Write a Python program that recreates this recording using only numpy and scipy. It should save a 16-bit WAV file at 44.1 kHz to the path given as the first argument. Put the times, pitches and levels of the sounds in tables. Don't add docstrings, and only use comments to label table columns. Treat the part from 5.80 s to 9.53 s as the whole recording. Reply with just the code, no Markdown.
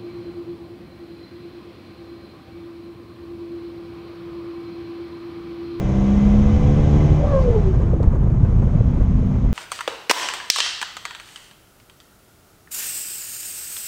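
import sys
import numpy as np
from scipy import signal
from scipy.fft import rfft, irfft
from scipy.io import wavfile
from scipy.ndimage import uniform_filter1d

SR = 44100
rng = np.random.default_rng(int(sys.argv[2]) if len(sys.argv) > 2 else 0)


def generate_wav(sig):
    pcm = np.round(np.clip(np.atleast_2d(sig).T, -1, 1) * 32767).astype(np.int16)
    wavfile.write(sys.argv[1], SR, pcm)


N = 164493
T = np.arange(N) / SR
HZ = np.fft.rfftfreq(N, 1 / SR)

# t/s, level/dB
LOAD = [(0, -4.5), (.1, -0.5), (1.32, -0.5), (1.42, -7), (1.6, -19.5), (1.9, -33)]


def amp(db):
    return 10 ** (np.asarray(db) / 20)


def unit(x):
    return x / np.sqrt(np.mean(x ** 2) + 1e-20)


def curve(points):
    return np.interp(T, *np.transpose(points))


def spectrum(points):
    f, db = np.transpose(points)
    return np.interp(np.log(HZ + 1), np.log(f), db)


def colour(x, db):
    return unit(irfft(rfft(x) * amp(db), N))


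def noise(db):
    return colour(rng.standard_normal(N), db)


def drift(hz):
    return unit(irfft(rfft(rng.standard_normal(N)) * np.exp(-(HZ / hz) ** 2), N))


def bell(hz, centre, width):
    return 1 / (1 + (np.sqrt(2) * (hz - centre) / width) ** 2)


def add(mix, s, sound):
    part = mix[round(s * SR):][:len(sound)]
    part += sound[:len(part)]


def swell(t, rise_s):
    return (t / rise_s * np.exp(1 - t / rise_s)) ** 2


def exhaust(speed, turns):
    # f/Hz, width/Hz, level/dB
    booms = [(68, 14, -25.5), (75, 4.2, -18.5), (127.2, 9, -21), (146.3, 5.6, -17), (148.3, 7, -21),
             (203.9, 10.05, -14.5), (218.2, 10, -27.5), (269.3, 11, -35.5), (294, 22, -27.5),
             (323.2, 26, -31), (373.5, 21, -31.5), (437.9, 12, -31), (497, 26, -32), (500, 34, -46.5),
             (584, 5.4, -35.5)]
    grid = np.arange(20, 2000)
    plain = amp(-58 - 25.5 * np.log2(np.maximum(grid / 500, 1)))
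    boom_power = sum((amp(db) * bell(grid, f, width)) ** 2 for f, width, db in booms)
    whole_gain = np.sqrt(plain ** 2 + boom_power)
    half_gain = np.hypot(whole_gain * amp(-12), plain / 2)
    out = np.zeros(N)
    for k in range(2, 26):
        gain = np.interp(k / 2 * speed, grid, half_gain if k % 2 else whole_gain)
        start_phase = 2 * np.pi * rng.random()
        out += gain * np.sin(np.pi * k * turns + start_phase)
    unsteady = 1 + 0.16 * drift(hz=25)
    return np.sqrt(2) * out * amp(curve(LOAD)) * unsteady


def whine(turns):
    # multiple of crank speed, level/dB
    gear_lines = [(11, -43), (12, -54), (14, -56)]
    lines = np.zeros(N)
    for multiple, db in gear_lines:
        unsteady = 1 + 0.1 * drift(hz=9)
        lines += amp(db) * np.sin(2 * np.pi * multiple * turns) * unsteady
    return np.sqrt(2) * lines * amp(curve(LOAD))


def clatter(turns):
    # t/s, level/dB
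    clatter_level = [(0, -36), (.4, -34.5), (1.25, -33.5), (1.42, -36.5), (1.8, -39), (2.05, -46),
                     (2.45, -51.5), (2.7, -46), (3.1, -44.5), (3.72, -43.5)]
    # f/Hz, relative level/dB
    clatter_colour = [(150, -12), (400, 9), (700, 7.5), (1100, -1.5), (1450, -5.5), (2200, -9), (3400, -15),
                      (4600, -21), (5600, -17), (6600, -18), (7900, -29.5), (9300, -34.5), (10300, -42),
                      (14000, -49)]
    # f/Hz, width/Hz, boost/dB
    casing = [(1020, 50, 4.9), (1160, 30, 6.4), (1590, 33, 5), (2057, 54, 8.4), (2350, 60, 7.5),
              (2592, 23, 6), (3024, 32, 10.4), (3300, 50, 6.5), (3670, 50, 5.9), (4000, 35, 6.5),
              (6430, 130, 5.3), (7470, 40, 4.1)]
    puffs = rng.standard_normal(N) * (1 + 0.083 * np.cos(4 * np.pi * turns))
    smooth = uniform_filter1d(rng.standard_normal(len(HZ)), size=90)
    ripple_db = 1.2 * unit(uniform_filter1d(smooth, size=60))
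    casing_db = sum(boost * bell(HZ, f, width) for f, width, boost in casing)
    ringing = colour(puffs, spectrum(clatter_colour) + casing_db + ripple_db)
    return ringing * amp(curve(clatter_level))


def howl(turns):
    # t/s, f/Hz
    howl_pitch = [(1.38, 570), (1.46, 578), (1.52, 556), (1.57, 532), (1.63, 506), (1.69, 479), (1.76, 435),
                  (1.83, 396), (1.89, 376), (2.0, 337), (2.25, 331)]
    # t/s, level/dB
    howl_level = [(1.35, -45), (1.40, -34), (1.455, -23.5), (1.485, -29), (1.56, -17), (1.625, -28),
                  (1.66, -21), (1.7, -19), (1.72, -28), (1.77, -18), (1.82, -36), (1.885, -21),
                  (1.94, -40.5), (2.03, -33), (2.2, -32), (2.3, -55)]
    # t/s, level/dB
    overtone_level = [(1.38, -60), (1.47, -41.5), (1.51, -39.5), (1.55, -31), (1.61, -33.5), (1.65, -59),
                      (1.72, -51), (1.77, -35), (1.81, -59), (2, -71)]
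    # t/s, level/dB
    rush_level = [(1.33, -45.5), (1.45, -27), (1.57, -36), (1.7, -34), (1.9, -44.5), (2.2, -44),
                  (2.35, -67)]
    pitch = curve(howl_pitch) * (1 + 0.01416 * drift(hz=60))
    phase = 2 * np.pi * np.cumsum(pitch) / SR
    tone = amp(curve(howl_level)) * np.sin(phase) * (1 + 0.2 * drift(hz=72.5))
    overtones = np.sin(2 * phase) + amp(-14) * np.sin(3 * phase)
    overtones *= amp(curve(overtone_level)) * (1 + 0.5 * drift(hz=70))
    throb = 1 + 0.21 * np.cos(2 * np.pi * turns)

    def rush_around(p):
        spread_hz = 236
        return drift(spread_hz) * np.sin(p) + drift(spread_hz) * np.cos(p)

    rush = rush_around(phase) + amp(-13.5) * rush_around(2 * phase)
    return np.sqrt(2) * (tone + overtones) * throb + amp(curve(rush_level)) * rush


def vent():
    # t/s, level/dB
    vent_level = [(1.35, -70), (1.5, -57.5), (1.59, -57), (1.63, -50), (1.66, -63), (1.8, -63), (1.95, -64),
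                  (2.1, -77)]
    # f/Hz, relative level/dB
    vent_colour = [(900, -18.5), (2000, 1.5), (3200, -3.5), (4700, 0.5), (6000, -8), (8000, -15.5),
                   (13000, -28)]
    return noise(spectrum(vent_colour)) * amp(curve(vent_level))


def flutter():
    # t/s, level/dB
    chuffs = [(1.997, -27.5), (2.063, -28), (2.132, -17), (2.201, -18), (2.273, -22), (2.332, -30),
              (2.470, -26.5), (2.645, -30.5), (2.724, -25), (2.873, -27.5), (2.947, -26), (3.005, -23),
              (3.206, -26.5), (3.428, -28)]
    start_hz, sag_s, rise_s, air_share = 605, 0.027, 0.0046, 0.15
    out, t = np.zeros(N), T[T < .04]
    air = noise(spectrum([(150, 2), (400, 7), (650, -8), (1000, -22.5), (3000, -35), (9000, -64)]))
    phase = 2 * np.pi * np.cumsum(start_hz * np.exp(-t / sag_s)) / SR
    for s, db in chuffs:
        puff = air_share * air[round(s * SR):][:len(t)]
        add(out, s, amp(db) * swell(t, rise_s) * (np.sin(phase) + puff))
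    return out


def thumps():
    # t/s, level/dB, f/Hz
    pushes = [(2.139, -17, 75), (2.206, -7, 95), (2.274, -1.5, 50), (2.631, -3.5, 110), (2.793, -6.5, 45.4),
              (2.949, -7.5, 135), (3.004, -5.5, 105), (3.074, -5, 80)]
    out, t = np.zeros(N), T[T < .08]
    for s, db, hz in pushes:
        add(out, s, -amp(db) * swell(t, rise_s=0.0061) * np.sin(2 * np.pi * hz * t))
    return out


def ticks():
    # t/s, level/dB
    snaps = [(2.231, -30.5), (3.032, -48)]
    # f/Hz, relative level/dB
    tick_colour = [(600, -6), (2000, 2), (4500, 0), (7000, -5), (10500, -17), (14000, -19)]
    decay_s, scatter_share = 0.001, 0.15
    strikes, t = np.zeros(N), T[T < .02]
    for s, db in snaps:
        click = t == 0
        scatter = scatter_share * rng.standard_normal(len(t)) * np.exp(-t / decay_s)
        add(strikes, s, amp(db) * (click + scatter))
    gain = amp(spectrum(tick_colour))
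    return irfft(rfft(strikes) * gain / gain.mean(), N)


def drone():
    # f/Hz, relative level/dB
    drone_lines = [(49.5, -30), (197, -27.5), (248, -27.5), (296, -48)]
    # t/s, level/dB
    drone_level = [(2.6, -35.5), (2.95, -8.5), (3.3, -3), (3.72, -3)]
    lines = np.zeros(N)
    for hz, db in drone_lines:
        waver = 0.5 * drift(hz=13)
        lines += amp(db) * np.sin(2 * np.pi * hz * T + waver)
    return np.sqrt(2) * lines * amp(curve(drone_level))


def road():
    # f/Hz, relative level/dB
    rumble_colour = [(8, -26), (17, -5.5), (28, -4), (44, 3.5), (62, -2), (105, -2.5), (160, -6),
                     (200, -10.5), (250, -18), (320, -30.5), (600, -51.5), (1500, -81.5)]
    # t/s, level/dB
    rumble_level = [(0, -22.5), (.3, -22), (.6, -15.5), (1.3, -16.5), (1.6, -15.5), (2.05, -15),
                    (2.28, -15.5), (2.45, -15.5), (2.8, -13.5), (3.05, -16), (3.3, -16), (3.72, -18)]
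    # f/Hz, relative level/dB
    roar_colour = [(100, 3.5), (350, 6.5), (500, 1), (700, -4.5), (1150, -9.5), (1600, -18), (2500, -29),
                   (3300, -38), (4500, -40), (6000, -43.5), (6550, -35), (7300, -42.5), (9000, -44.5),
                   (10200, -63), (13500, -52)]
    # t/s, level/dB
    roar_level = [(0, -42.5), (1.3, -40), (1.55, -33), (1.9, -31.5), (2.4, -31.5), (3, -33.5), (3.72, -36)]
    lumps_db = 0.5 * drift(hz=12)
    flicker_db = 2 * drift(hz=38.7)
    rumble = noise(spectrum(rumble_colour)) * amp(curve(rumble_level) + lumps_db)
    roar = noise(spectrum(roar_colour)) * amp(curve(roar_level) + flicker_db)
    return rumble + roar


def scene():
    # t/s, turns per second
    crank_speed = [(0, 64.3), (.12, 65.3), (.424, 68.0), (.62, 69.3), (.916, 71.7), (1.028, 72.7),
                   (1.294, 74.8), (1.4, 74.8), (1.6, 70.5)]
    speed = curve(crank_speed)
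    jitter = 1 + 0.001 * drift(hz=15)
    turns = np.cumsum(speed * jitter) / SR
    engine = exhaust(speed, turns) + whine(turns) + clatter(turns) + drone()
    lift = howl(turns) + vent() + flutter()
    return (engine + lift + thumps() + ticks() + road())[None]


def record(dry):
    ceiling, edge_hz = 0.8, 13900
    rounded = dry / (1 + (dry / ceiling) ** 8) ** (1 / 8)
    low_pass = signal.firwin(511, edge_hz, window=("kaiser", 9), fs=SR)
    return signal.oaconvolve(rounded, low_pass[None], "same")


dry = scene()
out = record(dry)
generate_wav(out)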